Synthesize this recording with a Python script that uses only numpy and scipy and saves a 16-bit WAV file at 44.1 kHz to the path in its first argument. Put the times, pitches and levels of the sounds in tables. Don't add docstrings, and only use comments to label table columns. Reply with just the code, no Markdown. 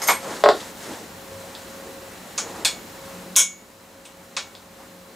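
import sys
import numpy as np
from scipy import signal
from scipy.fft import rfft, irfft
from scipy.io import wavfile
from scipy.ndimage import uniform_filter1d

SR = 44100
rng = np.random.default_rng(int(sys.argv[2]) if len(sys.argv) > 2 else 0)


def store_pcm(level_fs):
    pcm = np.round(np.clip(level_fs, -1, 1) * 32767).astype(np.int16)
    wavfile.write(sys.argv[1], SR, np.atleast_2d(pcm).T)


def convert_level_to_amplitude(level_db):
    exponent = np.asarray(level_db, float) / 20
    return 10 ** exponent


N = 227458


def tray():
    # start_s, peak_db
    first_clinks = [
        (0.0184, -19.5),
        (0.032, -20.5),
        (0.0385, -32),
    ]
    second_clinks = [
        (0.0725, -5.5),
        (0.0855, -16),
        (0.094, -35),
    ]
    tool_hz = [2050, 5110, 5426, 5870, 6425, 6977, 7155, 8543, 9410, 11340, 11395, 11610, 12330, 12910,
               14050, 14810]
    # first_clink_db, second_clink_db, t60_s
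    tool_modes = [(-3, -12, 0.055), (-4, -15, 0.057), (-3, -20, 0.046), (-22, -24, .1), (6, 2.5, 0.077),
                  (-4, -16, 0.088), (-15, 0.5, 0.16), (-7, -5.5, 0.18), (-9, -27, 0.11), (-24, -8, 0.28),
                  (-3, 3.5, 0.22), (-22, -20, 0.082), (-26, -18, .14), (-10, -26, 0.1), (-28, -11, 0.15),
                  (-30, -7, .13)]
    # start_s, peak_db
    drops = [
        (0.0185, -20),
        (0.0725, -30),
        (0.0855, -2),
        (0.0995, -8),
        (0.112, -16),
    ]
    # start_s, peak_db
    knocks = [
        (0.4385, 0.87),
        (0.4605, 3.1),
        (0.4885, 3.1),
    ]
    # pitch_hz, level_db_per_hz
    drop_colour = [(120, -30), (200, -23.5), (1090, 3), (1540, -9), (2420, -13.5), (2950, -11),
                   (5550, -14.5), (7280, -14), (10800, -24), (11600, -17), (15000, -32)]
    knock_colour = [(120, -63), (200, -41), (427, -1.5), (503, -8.5), (636, 0.5), (896, -15.5),
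                    (1090, -7.5), (1200, -15.5), (2020, -22), (2380, -37.5), (7280, -52), (15000, -77)]
    # pitch_hz, level_db, t60_s
    floor_modes = [(885, -2, 2.6), (1196, -8, 0.25), (1470, -10, 0.29), (1802, -8, 5.0), (1992, -14, 0.27),
                   (2200, 6, 0.24), (2337, -4, 0.23), (2410, 4.5, 0.037)]
    wall_modes = [(543, -18, 0.27), (610, -18, 0.42), (710, -3, 0.082), (740, 4.5, 0.19), (1100, -9, 0.23),
                  (1260, -15, 0.46), (1380, -18, 0.28), (1610, -24, 0.16), (1723, -23, 0.15),
                  (2030, -30, 0.48)]

    first_db, second_db, t60_s = np.transpose(tool_modes)
    first_modes = np.transpose([tool_hz, first_db, t60_s])
    second_modes = np.transpose([tool_hz, second_db, t60_s])
    steel = ring(first_clinks, first_modes, -7.0, 0.4, uneven_db=5.0)
    steel += ring(second_clinks, second_modes, -15.5, 0.93, uneven_db=2.5)
    drop = crack(drops, drop_colour, 5.5) + ring(drops, floor_modes, -32.5, 0.45)
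    knock = crack(knocks, knock_colour, 4.6) + ring(knocks, wall_modes, -27.5, 0.12)
    out = room(steel, direct_db=-5.5, wet_db=-24.5, side_db=-13, pan_db=0.1)
    out += room(drop, direct_db=-1.5, wet_db=-16, side_db=-17.0, pan_db=0.1)
    out += room(knock, direct_db=8.9, wet_db=-19.5, side_db=-17.5, pan_db=0.1)
    return out


def snaps():
    # start_s, peak_db
    blows = [
        (2.3783, -9.5),
        (2.6485, -3),
        (3.3622, 10),
        (4.052, -31.5),
        (4.366, -11.5),
    ]
    # pitch_hz, level_db_per_hz
    first_colour = [(530, -17), (900, -11.5), (1180, -7), (1440, -8), (2100, -18), (2300, -8.5),
                    (2970, -15), (3640, -11.5), (5030, -9.5), (6720, -0.5), (7520, -8.5), (9940, -18),
                    (11600, -30), (13000, -37)]
    second_colour = [(530, -23), (900, -11.5), (1310, -17), (1660, -8.5), (2040, -15.5), (2450, -2.5),
                     (3110, -15), (3470, 0.5), (3860, -7.5), (4200, -0.5), (4700, -6), (6480, -10.5),
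                     (6940, -3.5), (7350, -8.5), (8600, -4.5), (9500, -15), (12400, -18), (16000, -27)]
    loud_colour = [(190, -40), (320, -23.5), (409, -29.5), (737, -21), (787, -38), (1090, -11.5),
                   (1240, -23), (1490, -12.5), (1800, -26), (2300, -12), (2900, -18.5), (3220, -9.5),
                   (3800, -12), (4540, -24.5), (5750, -4), (6720, -1), (7400, -5), (10800, -9),
                   (16000, -24)]
    faint_colour = [(880, -50), (1500, -13), (2380, -5), (2600, -1), (3120, -5), (3840, -3), (4450, -13),
                    (5480, -7), (7400, -9), (8620, -0.5), (12000, -31), (15600, -56), (22000, -120)]
    last_colour = [(290, -29), (500, -15), (559, -2), (608, -17), (729, -10.5), (1140, -2), (1930, -9),
                   (2560, -0.5), (2940, -11), (3780, -1.5), (4280, -5.5), (6780, -6.5), (9740, -19),
                   (14000, -45)]
    frame_hz = [345, 1093, 2230, 2466, 2622, 2832, 3138, 3365, 3500, 4075, 5340, 5685, 5798, 6352, 6508,
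                6632, 6940, 8016, 9265, 9620, 10490]
    # level_over_colour_db, t60_s
    frame_modes = [(2.5, 0.34), (-6, 0.15), (-1, 0.41), (-10, 0.42), (-13, 0.3), (-1, 0.47), (-1, .22),
                   (-1, 0.27), (-2, .24), (-4, 0.22), (-11, .2), (-9, 0.16), (3, 0.16), (-4, 0.32),
                   (0, 0.23), (-1, 0.29), (-10, 0.48), (-9, 0.14), (-11, 0.13), (-15, .14), (14, 0.18)]

    colours = [first_colour, second_colour, loud_colour, faint_colour, last_colour]
    modes = np.column_stack([frame_hz, frame_modes])
    cracks, tubes = np.zeros(N), np.zeros(N)
    for blow, colour in zip(blows, colours):
        cracks += crack([blow], colour, 2.95)
        tubes += ring([blow], modes, -23.5, 0.9, colour=colour, uneven_db=2.5)
    out = room(cracks, direct_db=-36, wet_db=-13, side_db=-16, pan_db=0.5)
    return out + room(tubes, direct_db=-5.5, wet_db=-29, side_db=-10.5, pan_db=0.46)


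def ticks():
    # start_s, peak_db
    contacts = [
        (0.368, -32),
        (0.4387, -7.5),
        (0.461, -33),
        (0.4885, -6),
        (0.605, -21.5),
        (1.551, -22),
        (3.3575, -13),
        (4.5515, -27),
    ]
    # pitch_hz, level_db_per_hz
    colour = [(1500, -25), (3500, 6), (7500, -8), (10500, -13.5), (14000, -29)]
    t = np.arange(SR // 100) / SR
    chatter = rng.standard_normal(len(t)) * convert_level_to_amplitude(-60 * t / 0.002)
    chatter /= np.linalg.norm(chatter)
    pulses = crack(contacts, colour, 5.3)
    chattered = signal.oaconvolve(pulses, chatter)[:N]
    return room(chattered, direct_db=0.5, wet_db=-26, side_db=-14, pan_db=0.2)


def rustle():
    # start_s, length_s, drag_db, cloth_db
    moves = [(-0.08, 0.32, -34.5, -38), (0.18, 0.29, -32, -37), (0.327, .12, -50, -41),
             (0.505, 0.25, -41, -39.5), (0.739, 0.34, -40, -40.5), (0.87, 0.11, -37, -49),
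             (1.25, 0.8, -48, -47.5), (1.9, 1, -50.5, -51.5), (2.35, 0.45, -37, -45),
             (2.748, 0.67, -50, -51.5), (4.0, .2, -56, -61), (4.288, 0.36, -49.5, -55.5),
             (4.77, 0.12, -49.5, -62), (4.95, 0.18, -60, -65)]
    # start_s, length_s, level_db
    leans = [(0.07, 0.098, -33.5), (0.98, 0.089, -40), (0.22, 0.23, -32), (0.4, 0.24, -31.5),
             (0.85, .11, -31), (1.3, 0.046, -42), (1.4, .15, -47), (1.63, 0.086, -41.5),
             (1.78, 0.16, -39.5), (2.4, 0.21, -37.5), (2.57, 0.087, -35), (3.2, .13, -43), (3.9, 0.06, -59),
             (4.14, .07, -54), (4.79, .09, -52), (5.07, .09, -49)]
    # pitch_hz, level_db_per_hz
    weight_spectrum = [(120, -24), (190, -4.5), (300, -2), (450, -3), (700, -14.5)]
    drag_spectrum = [(400, -2.5), (650, -1), (900, 1.5), (1500, -8), (2300, -11), (3200, -38)]
    cloth_spectrum = [(1180, -19), (2000, 4), (2850, -17.5), (3280, -4), (4380, -10.5), (5850, -3.5),
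                      (7230, -6), (13000, -19.5)]
    fidget_weight_db, fidget_drag_db, fidget_cloth_db = -47, -51, -53

    start_s, length_s, drag_db, cloth_db = np.transpose(moves)
    gain_db = slow_gain_db()
    weight = convert_level_to_amplitude(-4.5) * swells(leans, fidget_weight_db + gain_db)
    drag = swells(zip(start_s, length_s, drag_db - 3.2), fidget_drag_db + gain_db)
    cloth = swells(zip(start_s, length_s, cloth_db - 0.44), fidget_cloth_db + gain_db)
    out = weight * banded_noise(weight_spectrum, patchy_db=1.6, rate_hz=9.1, apart=0.36)
    out += drag * banded_noise(drag_spectrum, patchy_db=1.17, rate_hz=22, apart=0.25)
    out += cloth * banded_noise(cloth_spectrum, patchy_db=0.91, rate_hz=52, apart=0.86)
    return out


def motor():
    # start_s, length_s, first_order_db, third_order_db
    loads = [
        (0.0, 0.39, -63, -55),
        (0.507, 0.75, -55.5, -48.5),
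        (1.263, 0.31, -57, -54),
        (1.545, 0.21, -57, -70),
        (1.87, 0.56, -61, -48.5),
        (2.296, 0.61, -60, -53),
        (2.75, 0.84, -66, -48.5),
        (2.996, 0.61, -48.5, -59),
        (4.0, 0.5, -59, -84),
        (4.798, 0.38, -55, -57),
    ]
    turn_hz, rest_first_db, rest_third_db = 181, -58.5, -50.5

    start_s, length_s, first_db, third_db = np.transpose(loads)
    gain_db = slow_gain_db()
    phase = 2 * np.pi * np.cumsum(turn_hz * (1 + 0.00224 * drift(2.8))) / SR
    first = swells(zip(start_s, length_s, first_db), rest_first_db + gain_db) * convert_level_to_amplitude(4.5 + 1.93 * drift(5.8))
    third = swells(zip(start_s, length_s, third_db), rest_third_db + gain_db) * convert_level_to_amplitude(6 + 4.8 * drift(0.9))
    return first * np.sin(phase) + third * (np.sin(3 * phase) + convert_level_to_amplitude(-12) * np.sin(6 * phase))


def whine():
    # pitch_hz, width_hz, level_db
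    resonances = [
        (95.7, 10.8, -56.5),
        (4054, 170, -60),
        (7100, 51, -62.5),
    ]
    out, white = np.zeros(N), rng.standard_normal(N)
    for hz, width_hz, level_db in resonances:
        r = np.exp(-np.pi * width_hz / SR)
        poles = [1, -2 * r * np.cos(2 * np.pi * hz / SR), r * r]
        out += convert_level_to_amplitude(level_db) * rms_one(signal.lfilter([1, 0, -1], poles, white))
    return out


def hiss():
    # pitch_hz, level_db_per_hz
    hiss_spectrum = [(25, -26), (60, -9), (100, -19.5), (140, -13), (200, -4.5), (400, -11), (900, -12),
                     (2000, -16.5), (4000, -22), (8000, -23), (12000, -29.5), (16000, -22)]
    return convert_level_to_amplitude(-42.5) * banded_noise(hiss_spectrum, patchy_db=0.46, rate_hz=11.5, apart=3.5)


def slow_gain_db():
    duck_at_s, duck_takes_s, duck_db, recover_db_s = 3.36, 0.027, -7.5, 1.43
    since_s = np.arange(N) / SR - duck_at_s
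    return duck_db * np.clip(since_s / duck_takes_s, 0, 1) + recover_db_s * np.maximum(since_s, 0)


def crack(events, colour, level_db):
    size, out = 4096, np.zeros(N)
    hz = np.arange(1, size // 2 + 2) * SR / size
    cepstrum = irfft(np.log(colour_gain(colour, hz)))
    cepstrum[1:size // 2] *= 2
    cepstrum[size // 2 + 1:] = 0
    pulse = irfft(np.exp(rfft(cepstrum)))[:size // 2]
    pulse /= np.linalg.norm(pulse)
    for start_s, peak_db in events:
        add(out, start_s, convert_level_to_amplitude(peak_db + level_db) * pulse)
    return out


def ring(events, modes, level_db, damping, colour=((1, 0), (2, 0)), uneven_db=5.5):
    out, luck = np.zeros(N), rng.standard_normal((len(events), len(modes)))
    hz, mode_db, t60_s = np.transpose(modes)[:, :, None]
    t = np.arange(SR // 3) / SR
    decay_db = -60 * t / (np.minimum(t60_s, 0.45) * damping)
    rings = colour_gain(colour, hz) * convert_level_to_amplitude(mode_db + decay_db) * np.sin(2 * np.pi * hz * t)
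    for (start_s, peak_db), own in zip(events, luck):
        add(out, start_s, convert_level_to_amplitude(peak_db + level_db + uneven_db * own) @ rings)
    return out


def room(x, direct_db, wet_db, side_db, pan_db):
    t = np.arange(SR // 3) / SR
    mid, side = diffuse(rng.standard_normal((2, 2, len(t))), t)
    side = signal.sosfilt(signal.butter(1, 12000, fs=SR, output="sos"), side)
    tail = mid + convert_level_to_amplitude(side_db) * side * [[1], [-1]]
    tail = tail * convert_level_to_amplitude(wet_db) * np.minimum(t / 0.0002, 1)
    tail[:, 0] = convert_level_to_amplitude(direct_db)
    tail = signal.sosfilt(signal.butter(4, 280, "high", fs=SR, output="sos"), tail)
    pan = convert_level_to_amplitude(np.array([[pan_db / 2], [-pan_db / 2]]))
    return signal.oaconvolve(x[None], tail, axes=1)[:, :N] * pan


def diffuse(white, t):
    # pitch_hz, t60_s
    room_t60 = [(300, 0.18), (1000, 0.18), (3000, 0.2), (7000, 0.19), (14000, 0.12)]
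    tail = 0
    for k, (sos, hz) in enumerate(bands(2)):
        tail = tail + signal.sosfilt(sos, white[k % 2]) * convert_level_to_amplitude(-60 * t / at_hz(room_t60, hz))
    spectrum = rfft(tail, 2 * len(t))
    hz = np.arange(1, len(t) + 2) * SR / 2 / len(t)
    expected = at_hz(room_t60, hz) * SR / 2 / np.log(1000)
    found = uniform_filter1d(np.abs(spectrum) ** 2, size=120, axis=1)
    return irfft(spectrum * np.sqrt(expected / found))[:, :len(t)]


def banded_noise(spectrum, patchy_db, rate_hz, apart):
    # pitch_hz, channel_likeness (0..1)
    likeness = [(30, 0.97), (100, 1), (300, 0.98), (700, 0.85), (1500, 0.86), (4000, 0.84), (8000, 0.96),
                (14000, 1)]
    out, together, white = 0, drift(rate_hz / 3), rng.standard_normal((2, 2, N))
    for k, (sos, hz) in enumerate(bands(2)):
        if spectrum[0][0] < hz < spectrum[-1][0]:
            mid, side = signal.sosfilt(sos, white[k % 2])
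            alike = np.clip(1 - apart * (1 - at_hz(likeness, hz)), 0, 1)
            gain = convert_level_to_amplitude(at_hz(spectrum, hz) + patchy_db * (together + drift(rate_hz)))
            out = out + gain * (np.sqrt(1 + alike) * mid + np.sqrt(1 - alike) * side * [[1], [-1]])
    return rms_one(out)


def swells(rows, rest_db):
    t, power = np.arange(N) / SR, convert_level_to_amplitude(rest_db) ** 2
    rise_share = 0.4
    for start_s, length_s, top_db in rows:
        corners_s = [start_s, start_s + rise_share * length_s, start_s + length_s]
        shape = np.interp(t, corners_s, [0, 1, 0])
        power = power + (convert_level_to_amplitude(top_db) * np.sin(np.pi / 2 * shape)) ** 2
    return np.sqrt(power)


def drift(rate_hz):
    r = np.exp(-80 * np.pi * rate_hz / SR)
    white = rng.standard_normal(N // 40 + 2002)
    slow = signal.lfilter([1], [1, -2 * r, r * r], white)[2000:]
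    return np.interp(np.arange(N) / 40, np.arange(len(slow)), rms_one(slow))


def bands(per_octave):
    edges_hz = 23 * 2 ** np.arange(0, 9.7, 1 / per_octave)
    return [(signal.butter(2, (low, high), "band", fs=SR, output="sos"), np.sqrt(low * high))
            for low, high in zip(edges_hz, edges_hz[1:])]


def at_hz(points, hz):
    table_hz, value = np.array(points)[:, 0], np.array(points)[:, 1]
    return np.interp(np.log(hz), np.log(table_hz), value)


def colour_gain(colour, hz):
    return convert_level_to_amplitude(at_hz(colour, hz))


def rms_one(x):
    return x / np.sqrt(np.mean(x ** 2) + 1e-20)


def add(out, start_s, pulse):
    start = round(start_s * SR)
    out[start:start + len(pulse)] += pulse
    return out


def scene():
    blows = tray() + snaps() + ticks()
    floor = hiss() + whine()
    steady = rustle() + motor() + convert_level_to_amplitude(slow_gain_db()) * floor
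    pan_db = 0.5
    return blows + steady * convert_level_to_amplitude([[pan_db / 2], [-pan_db / 2]])


def top_cut(x):
    return signal.sosfilt(signal.butter(12, 16660, fs=SR, output="sos"), x)


def record(dry):
    limit_db, release_db_s = -13.5, 500
    sensed = signal.sosfilt(signal.butter(1, 2500, "high", fs=SR, output="sos"), dry)
    power = uniform_filter1d(np.mean(sensed ** 2, axis=0), size=220)
    level_db = 10 * np.log10(power + 1e-12)
    fall_db = release_db_s * np.arange(N) / SR
    held_db = np.maximum.accumulate(level_db + fall_db) - fall_db
    over_db = np.maximum(held_db - limit_db, 0)
    limited = dry * convert_level_to_amplitude(-0.85 * uniform_filter1d(over_db, size=66))
    rounded = limited / (1 + limited ** 6) ** (1 / 6)
    cut = signal.sosfilt(signal.cheby2(10, 30, 15950, fs=SR, output="sos"), rounded)
    return top_cut(cut)


dry = scene()
out = record(dry)
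store_pcm(out)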